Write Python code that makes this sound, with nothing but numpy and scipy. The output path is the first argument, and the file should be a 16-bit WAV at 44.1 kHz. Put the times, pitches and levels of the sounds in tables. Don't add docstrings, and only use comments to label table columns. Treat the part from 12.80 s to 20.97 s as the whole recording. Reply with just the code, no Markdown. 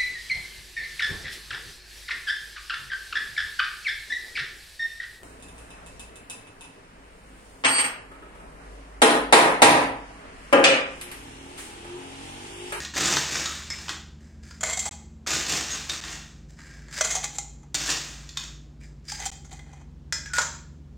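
import sys
import numpy as np
from scipy import signal
from scipy.fft import rfft, irfft
from scipy.io import wavfile
from scipy.ndimage import uniform_filter1d

SR = 44100
rng = np.random.default_rng(int(sys.argv[2]) if len(sys.argv) > 2 else 0)


def waveform_to_disk(signal):
    frames = np.transpose(np.atleast_2d(signal))
    scaled = np.clip(frames, -1, 1) * 32767
    samples = np.round(scaled).astype(np.int16)
    wavfile.write(sys.argv[1], SR, samples)


N = 360297
SPLIT_HZ = 2800


def amp(db):
    return 10 ** (np.asarray(db) / 20)


def evened(x):
    return x / np.sqrt(np.mean(x ** 2) + 1e-20)


def read(points, hz):
    f, value = np.transpose(points)
    return np.interp(np.log(hz + 1), np.log(f + 1), value)


def add(mix, s, sound):
    part = mix[max(round(s * SR), 0):][:len(sound)]
    part += sound[:len(part)]


def colour(x, spectrum):
    log_gain = np.log(amp(read(spectrum, abs(np.fft.fftfreq(2048, 1 / SR)))))
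    taps = np.fft.ifft(np.exp(np.conj(signal.hilbert(log_gain)))).real
    return signal.fftconvolve(x, taps)[:len(x)]


def halves(x):
    filters = [signal.butter(N=4, Wn=SPLIT_HZ, btype=side, fs=SR, output="sos") for side in ("high", "low")]
    return [signal.sosfilt(sos, x) for sos in filters]


def resonate(x, hz, width):
    turn = np.exp(2j * np.pi * np.cumsum(hz * np.ones(len(x))) / SR)
    r = np.exp(-np.pi * width / SR)
    smooth = signal.lfilter([1 - r], [1, -r], x / turn + 1e-18)
    return 2 * (turn * smooth).real


def strokes(rows, column):
    t, gain = np.arange(N) / SR, np.zeros(N)
    for row in rows:
        start, rise, hold, settle = row[:4]
        build_up = np.clip((t - start) / rise, 0, 1)
        fall_db = -20 * np.clip((t - start - rise - hold) / settle, 0, 10)
        gain = np.maximum(gain, amp(row[column]) * build_up * amp(fall_db))
    return gain


def contact(modes, spectrum, crack_s, ring_db, detune):
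    t = np.arange(SR // 3) / SR
    crack = colour(rng.standard_normal(len(t)) * np.exp(-t / crack_s), spectrum)
    ring = np.zeros(len(t))
    for (hz, db, t60), (spot, shift, turn) in zip(modes, rng.standard_normal((len(modes), 3))):
        wave = np.sin(2 * np.pi * (hz * (1 + detune * shift) * t + turn))
        ring += amp(db + 2 * spot) * evened(wave * amp(-60 * t / t60))
    return evened(crack) + amp(ring_db) * evened(ring)


def blows(rows, body, treble_db, body_db, pitch_db, width_hz, rise_s):
    out = np.zeros(N)
    for s, high_db, low_db, bright_hz, dull_hz, *chatter_s in rows:
        levels_db = (high_db + treble_db, low_db + body_db)
        for x, db, hz in zip(halves(body(*chatter_s)), levels_db, (bright_hz, dull_hz)):
            x = evened(x) + amp(pitch_db) * evened(resonate(x, hz, width_hz))
            x = x * (1 - np.exp(-np.arange(len(x)) / SR / rise_s))
            first_10_ms = x[:SR // 100]
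            add(out, s, amp(db) * x / first_10_ms.std())
    return out


def jostle(per_s, spread_db):
    hits = rng.random(N) < per_s / SR
    sizes_db = spread_db * np.minimum(rng.exponential(1, N), 4)
    sizes = hits * amp(sizes_db) * rng.choice([-1, 1], N)
    power = uniform_filter1d(sizes ** 2, size=1800)
    return sizes / np.sqrt(abs(power) + 0.045 * power.mean())


def rattle(high, low, body, per_s, spread_db, count=10):
    clicks, cube, out = jostle(per_s, spread_db), rng.integers(0, count, N), np.zeros(N)
    sounds = [[x / np.linalg.norm(x) for x in halves(body())] for _ in range(count)]
    for i in np.flatnonzero((clicks != 0) & (high > amp(-90))):
        treble, bass = sounds[cube[i]]
        add(out, i / SR, clicks[i] * (high[i] * treble + low[i] * bass))
    return out


# (f/Hz, level/dB, beat against a weaker neighbour f/Hz, neighbour relative level/dB,
# swell centre t/s, swell half-length t/s, swell level/dB, negative where the tone sinks)
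APPLIANCE_TONES = [(54.8, -54, 2.9, -8, 5.5, 3.1, 9.5), (75.2, -45.5, 11, -10, 4.9, 1.5, -13),
                   (146.1, -48.5, 18, -13, .4, 3, -10), (169, -55.5, 3.4, -20, 5.6, 1, -19),
                   (220.8, -62, 5, -11, 2, 2, 10), (242, -69, 5.5, -14.5, 7.5, 2.3, 11)]
# (f/Hz, relative level/dB per Hz)
STILL_AIR = [(20, -13), (45, -8), (70, 1.5), (100, -8.5), (135, 1), (200, -7), (310, -7.5), (450, -17),
             (800, -24.5), (2000, -32.5), (7000, -39), (10000, -52.5), (16000, -55.5)]
AIR_DB = -53


def hum():
    t = np.arange(N) / SR
    air_gain = amp(read(STILL_AIR, np.fft.rfftfreq(N, 1 / SR)))
    out = amp(AIR_DB) * evened(irfft(rfft(rng.standard_normal(N)) * air_gain, N))
    phases = rng.random((len(APPLIANCE_TONES), 2))
    for (hz, level_db, beat_hz, db, at, span, swell_db), (a, b) in zip(APPLIANCE_TONES, phases):
        pair = np.sin(2 * np.pi * (hz * t + a))
        pair += amp(db) * np.sin(2 * np.pi * ((hz - beat_hz) * t + b))
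        out += amp(level_db + swell_db * np.exp(-((t - at) / span) ** 2)) * pair
    return out


# (start t/s, rise t/s, hold t/s, settling by 20 dB t/s,
# relative force level/dB, weight behind it level/dB)
ICE_SHOVES = [(-.01, .01, .015, .07, -30, 1), (.135, .04, .17, .22, -21, .5), (.44, .07, .08, .35, -26, 0),
              (.88, .05, .1, .2, -39, 1), (1.075, .02, .01, .07, -34, 3),
              (2.462, .008, .09, .25, -22.5, -1.5), (2.63, .075, .035, .2, -21, -1),
              (2.85, .05, .04, .24, -29, -.5), (3.07, .035, .025, .14, -30, 0),
              (3.238, .004, .08, .19, -35, 0), (4.942, .002, .005, .03, -17, -8),
              (4.96, .04, .05, .2, -27, -2), (5.05, .045, .015, .06, -18.5, -3.5),
              (5.11, .02, .01, .3, -29, -2), (5.55, .015, .08, .13, -44, -1)]
# (t/s, relative treble level/dB, relative body level/dB,
# bright pitch f/Hz, dull pitch f/Hz)
CUBE_KNOCKS = [(0.0493, -21, -36, 3460, 1960), (0.1372, -30, -34, 7000, 1850),
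               (0.1668, -20.5, -23, 6700, 1780), (0.2569, -11.5, -47, 6700, 1640),
               (0.3255, -12.5, -24, 6650, 1290), (0.3672, -10, -18, 4000, 1300),
               (0.5546, -17, -23.5, 5930, 1850), (0.6575, -15, -38, 3530, 1260),
               (1.082, -24, -31.5, 2860, 950), (1.0917, -17, -27.5, 2980, 1430),
               (2.4637, -32, -33, 7100, 1840), (2.5146, -14, -29, 7170, 2790),
               (2.5348, -16, -31, 7200, 1460), (2.7355, -24, -32, 6200, 1570),
               (3.0961, -13, -31.5, 3610, 1680), (3.238, -25, -33.5, 3190, 1570),
               (3.3284, -26, -35, 7320, 1840), (4.9464, -32, -33, 7160, 1620),
               (5.0829, -31, -31, 6100, 1260), (5.0898, -17, -24, 7350, 1480),
               (5.4904, -27, -54, 4140, 1950), (5.5716, -14, -33, 3470, 1270),
               (5.6375, -27, -49, 6640, 1610)]
# (nominal f/Hz, nominal level/dB, t60/s)
CUBE_MODES = [(1300, -11.5, 0.015), (1792, -9, 0.058), (2490, -6, 0.06), (3542, -5.5, 0.02),
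              (4355, -15, 0.06), (5560, -7.5, 0.024), (6520, -4, 0.075), (7170, -1.5, 0.032)]
# (f/Hz, relative level/dB per Hz)
ICE_CRUNCH = [(120, -33.5), (200, -18.5), (322, 3.5), (373, -14), (558, -12), (635, -4), (950, -2.5),
              (1230, 1.5), (1840, 2), (2210, -6), (6760, -0.5), (8270, -9.5), (10500, -23), (14100, -21),
              (16000, -30)]
# (f/Hz, relative level/dB per Hz)
BUCKET_BOOM = [(70, -40.5), (135, -1), (220, -10.5), (320, -2), (480, -5.5), (750, -13), (2000, -48.5)]
CRUNCH_BODY_LAW, BOOM_LAW = .9, 1.35


def bucket():
    weighted = [(*timing, force_db + weight_db) for *timing, force_db, weight_db in ICE_SHOVES]
    force, heft = strokes(ICE_SHOVES, column=4), strokes(weighted, column=4)
    crunch = rattle(amp(-8) * force, amp(-16) * heft ** CRUNCH_BODY_LAW,
                    lambda: contact(CUBE_MODES, ICE_CRUNCH, crack_s=0.0019, ring_db=-3.5, detune=0.1143),
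                    per_s=800, spread_db=2.3, count=40)
    knocks = blows(CUBE_KNOCKS,
                   lambda: contact(CUBE_MODES, ICE_CRUNCH, crack_s=0.0042, ring_db=-6, detune=.05),
                   treble_db=-14, body_db=-7, pitch_db=3.5, width_hz=860, rise_s=0.00051)
    boom = evened(colour(jostle(per_s=550, spread_db=4.5), BUCKET_BOOM)) * heft ** BOOM_LAW
    return crunch + knocks + amp(-10.5) * boom


# (f/Hz, t60/s)
ROOM_DECAY = [(150, 0.5), (600, 0.47), (2000, 0.49), (5000, 0.49), (7500, 0.47), (11000, 0.18),
              (16000, 0.57)]


def kitchen(x, wet_db, count=3):
    out, t = x, np.arange(N) / SR
    for k in range(count):
        onset = np.clip(t[:SR] / 0.0034 - .3, 0, 1)
        taps = rng.standard_normal(SR) * (rng.random(SR) < .15) * onset
        hz, age, z = signal.stft(taps, SR, nperseg=256)
        decay = amp(-60 * age / read(ROOM_DECAY, hz)[:, None])
        tail = signal.istft(z * decay, SR, nperseg=256)[1]
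        share = np.sqrt(2 / count) * np.cos(np.pi * (1.7 * t + k / count))
        out = out + amp(wet_db) * signal.oaconvolve(x * share, tail / np.linalg.norm(tail))[:N]
    return out


# (t/s, length t/s, f/Hz, waver f/Hz, level/dB before the room)
SCOOP_SQUEALS = [(0.649, 0.086, 1300, 40, -42), (.9, 0.029, 5170, 69, -35), (.93, 0.077, 5180, 58, -45.5),
                 (.905, 0.047, 2190, 196, -42), (2.904, 0.051, 6550, 110, -34),
                 (4.943, 0.021, 7040, 230, -28.5), (7.574, .013, 1430, 30, -38.5),
                 (6.28, 0.033, 4880, 150, -41.5), (7.456, 0.03, 1650, 37, -41),
                 (7.497, 0.033, 1500, 60, -47), (6.008, 0.049, 2330, 170, -60),
                 (7.531, 0.1, 1442, 11, -28.5), (7.587, .012, 1452, 14, -23.5)]


def squeals():
    out = np.zeros(N)
    for s, length, hz, width, db in SCOOP_SQUEALS:
        wobble = evened(uniform_filter1d(rng.standard_normal(SR // 4), size=60))
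        wobble = wobble[:max(round(length * SR), 8)]
        tone = np.sin(2 * np.pi * np.cumsum(hz + width * wobble) / SR)
        add(out, s, amp(db) * evened(tone * signal.windows.tukey(len(tone), .2)))
    return out


# (t/s, relative treble level/dB,
# relative body level/dB, bright pitch f/Hz, dull pitch f/Hz)
SCOOP_CLANKS = [(.902, -19, -34, 5350, 2170), (1.637, -48, -58, 7000, 1700),
                (1.709, -33.5, -43, 4900, 1500), (3.789, -45, -42.5, 7100, 1650),
                (4.083, -41.5, -44.5, 7000, 1800), (4.184, -21, -34, 4850, 1800),
                (6.284, -27.5, -48, 5000, 2300), (7.3243, -11.5, -24.5, 5250, 1650),
                (7.459, -30, -40, 5950, 2300), (7.5343, -18.5, -31.5, 8100, 1420),
                (7.5832, -10, -16, 7200, 910), (7.592, -13, -32, 7000, 1410),
                (7.6164, -14, -37, 6230, 1850)]
# (start t/s, rise t/s, hold t/s,
# settling by 20 dB t/s, relative treble level/dB, relative body level/dB)
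SCOOP_SLIDES = [(1.39, .025, .01, .3, -61, -62), (1.622, .012, .06, .3, -53, -58),
                (3.68, .008, .01, .12, -57, -66), (3.765, .02, .12, .4, -53.5, -52),
                (4.1, .075, .01, .03, -31, -35), (5.99, .04, .01, .08, -55, -59),
                (6.24, .01, .03, .03, -55, -66), (6.27, .02, .06, .06, -37, -48),
                (7.534, .004, .04, .02, -30, -38)]
# (nominal f/Hz, nominal level/dB, t60/s)
EMPTY_SCOOP_MODES = [(915, -9, .07), (1440, -8, .13), (1660, -7, .07), (1850, -7, .05), (3300, -12, .15),
                     (3540, -12, .13), (4850, -8, .08), (5130, -8, .16), (5400, -10, .13), (5980, -7, .22),
                     (6480, -8, .2), (7000, -5, .18), (7350, -5, .18), (7850, -10, .16)]
# (nominal f/Hz, nominal level/dB, t60/s)
LOADED_SCOOP_MODES = [(1650, 2, 0.023), (1850, 0, 0.016), (2300, -8.5, 0.09), (5000, -4.5, 0.025),
                      (6260, -8, .02), (7300, -7, 0.052)]
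# (f/Hz, relative level/dB per Hz)
SCOOP_CLICK = [(200, -34.5), (550, -3.5), (900, -6), (1200, -1), (1750, 1), (2300, -3.5), (2900, -9),
               (4000, -6), (5000, -5.5), (7400, -2.5), (8700, -9.5), (10500, -23.5), (15500, -28)]


def scoop():
    slide = rattle(amp(-4.0) * strokes(SCOOP_SLIDES, column=4), amp(-4.0) * strokes(SCOOP_SLIDES, column=5),
                   lambda: contact(LOADED_SCOOP_MODES, SCOOP_CLICK, crack_s=.003, ring_db=3, detune=.03),
                   per_s=820, spread_db=4.0, count=30)
    clanks = blows(SCOOP_CLANKS,
                   lambda: contact(EMPTY_SCOOP_MODES, SCOOP_CLICK, crack_s=0.0047, ring_db=-3.5, detune=0.0034),
                   treble_db=-14.5, body_db=-6, pitch_db=-3.5, width_hz=290, rise_s=0.00029)
    return slide + clanks


LOAD_TIMES = [1.8, 4.2, 6.3]


def of_load(rows, load):
    return [row for row in rows if np.argmin(abs(np.array(LOAD_TIMES) - row[0])) == load]


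# (nominal f/Hz, nominal level/dB, t60/s)
EMPTY_MUG_MODES = [(470, -15, .14), (1500, -13, .04), (2070, -7, .22), (2160, -7, .14), (2530, -11, .3),
                   (3250, -9, .1), (4130, -17, .3), (4430, -14, .3), (4900, -11, .03), (6060, -5, .07),
                   (6450, -7, .05), (7020, -6, .05), (7370, -3, .06), (7570, -7, .05), (8400, -14, .06),
                   (9150, -17, .08), (9750, -21, .08)]
# (f/Hz, relative level/dB per Hz)
MUG_WALL_COLOUR = [(200, -16), (450, -5.5), (800, -3.5), (1400, -2), (1850, -2), (2130, -0.5), (2400, -7),
                   (2800, -10.5), (3200, -4.5), (3700, -5), (5500, -6), (6100, -1), (7400, 1), (8600, -8),
                   (10800, -19.5), (15500, -25.5)]


def mug_contact(load, crack_s, ring_db, damping):
    modes = [(hz * (1 - 0.0098 * load), db, t60 / (1 + damping * load * t60))
             for hz, db, t60 in EMPTY_MUG_MODES]
    sound = contact(modes, MUG_WALL_COLOUR, crack_s, ring_db - 1.0 * load, detune=.002)
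    return sound * (1 - np.exp(-np.arange(len(sound)) / SR / (.25 * crack_s)))


# (t/s, relative treble level/dB, relative body level/dB,
# bright pitch f/Hz, dull pitch f/Hz, chatter decay t/s)
MUG_CLINKS = [(1.8072, -17.5, -37.5, 7000, 1290, 0.0077), (1.8306, -13, -23, 7340, 1300, 0.0054),
              (1.8343, -9, -23.5, 7000, 2060, 0.0044), (1.866, -24, -33, 7000, 420, .008),
              (1.895, -14, -33, 7440, 2090, 0.014), (1.9285, -11, -29.5, 7640, 2100, 0.0085),
              (1.9714, -13, -34, 7600, 640, .007), (1.991, -9.5, -45, 7330, 2050, 0.01),
              (2.0537, -14.5, -31, 7850, 790, 0.014), (4.2085, -6, -16.5, 6150, 1480, .004),
              (4.2127, -8.5, -24.5, 5860, 1520, 0.0042), (4.2455, -8.5, -26, 7000, 1400, 0.01),
              (4.3035, -11.5, -29.5, 6500, 1800, 0.02), (4.349, -9.5, -30, 6370, 724, .016),
              (4.442, -11, -32, 6600, 2070, 0.0041), (4.5515, -27, -48, 7400, 810, 0.018),
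              (4.584, -10.5, -35, 7050, 790, .003), (4.8303, -45, -52, 6260, 800, .007),
              (6.319, -16, -39, 4930, 900, .004), (6.398, -23, -42, 6450, 1770, .014),
              (6.4588, -15.5, -36, 7400, 775, .005), (6.4674, -22, -45, 3550, 760, 0.0046),
              (6.6448, -37, -51, 6330, 1500, .014), (6.7146, -35, -47, 3960, 800, 0.0069),
              (6.7264, -29, -47, 7300, 765, .007), (6.7915, -37, -41.5, 3300, 2030, 0.0055),
              (6.865, -54, -53, 6000, 480, .01), (6.9296, -40, -47.5, 6160, 810, .008),
              (7.0115, -48, -51.5, 6200, 826, 0.0087)]
# (start t/s, rise t/s, hold t/s,
# settling by 20 dB t/s, relative treble level/dB, relative body level/dB)
MUG_POURS = [(1.83, .03, .04, .1, -27.5, -28), (1.95, .02, .11, .02, -31, -40),
             (4.21, .02, .07, .2, -28, -31.5), (4.41, .035, .004, .03, -28, -29),
             (4.5, .04, .01, .03, -39, -45), (6.385, .01, .05, .03, -35, -35),
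             (6.44, .02, .005, .02, -22, -33), (6.68, .03, .02, .14, -46, -48),
             (6.82, .06, .12, .05, -60, -53)]
# (start t/s, length t/s, from f/Hz, to f/Hz, gain level/dB)
MUG_CAVITY = [(1.87, .18, 635, 810, 13), (4.24, .22, 615, 815, 14.5), (6.3, .15, 820, 790, 16.5)]


def mug():
    out, t = np.zeros(N), np.arange(N) / SR
    for load, (start, length, from_hz, to_hz, air_db) in enumerate(MUG_CAVITY):
        pour = of_load(MUG_POURS, load)
        wall = rattle(amp(-7.5) * strokes(pour, column=4), amp(-10.5) * strokes(pour, column=5),
                      lambda: mug_contact(load, crack_s=0.002, ring_db=-2, damping=4.6),
                      per_s=380, spread_db=1.5, count=14)
        wall += blows(of_load(MUG_CLINKS, load),
                      lambda chatter_s: mug_contact(load, chatter_s, ring_db=-4.5, damping=3.1),
                      treble_db=-16, body_db=-8.5, pitch_db=1.5, width_hz=410, rise_s=.0002)
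        air_hz = np.interp(t, [start, start + length], [from_hz, to_hz])
        out += wall + amp(air_db) * resonate(wall, air_hz, width=46)
    return out


def scene():
    mono = hum() + kitchen(bucket(), wet_db=-0.5)
    mono += kitchen(squeals(), wet_db=-11.5) + kitchen(scoop(), wet_db=-2)
    mono += kitchen(mug(), wet_db=-6)
    return np.array([mono, mono])


# (from t/s, to t/s)
CUTS = [(2.092, 2.111), (3.205, 3.212), (6.503, 6.516)]
EDGE_HZ = 16200


def record(dry):
    t = np.arange(N) / SR
    live = 1. - sum((t > start) & (t < end) for start, end in CUTS)
    gated = dry * uniform_filter1d(live, size=30)
    low_pass = signal.firwin(511, EDGE_HZ, window=("kaiser", 9), fs=SR)
    return signal.oaconvolve(gated, low_pass[None], "same")


dry = scene()
out = record(dry)
waveform_to_disk(out)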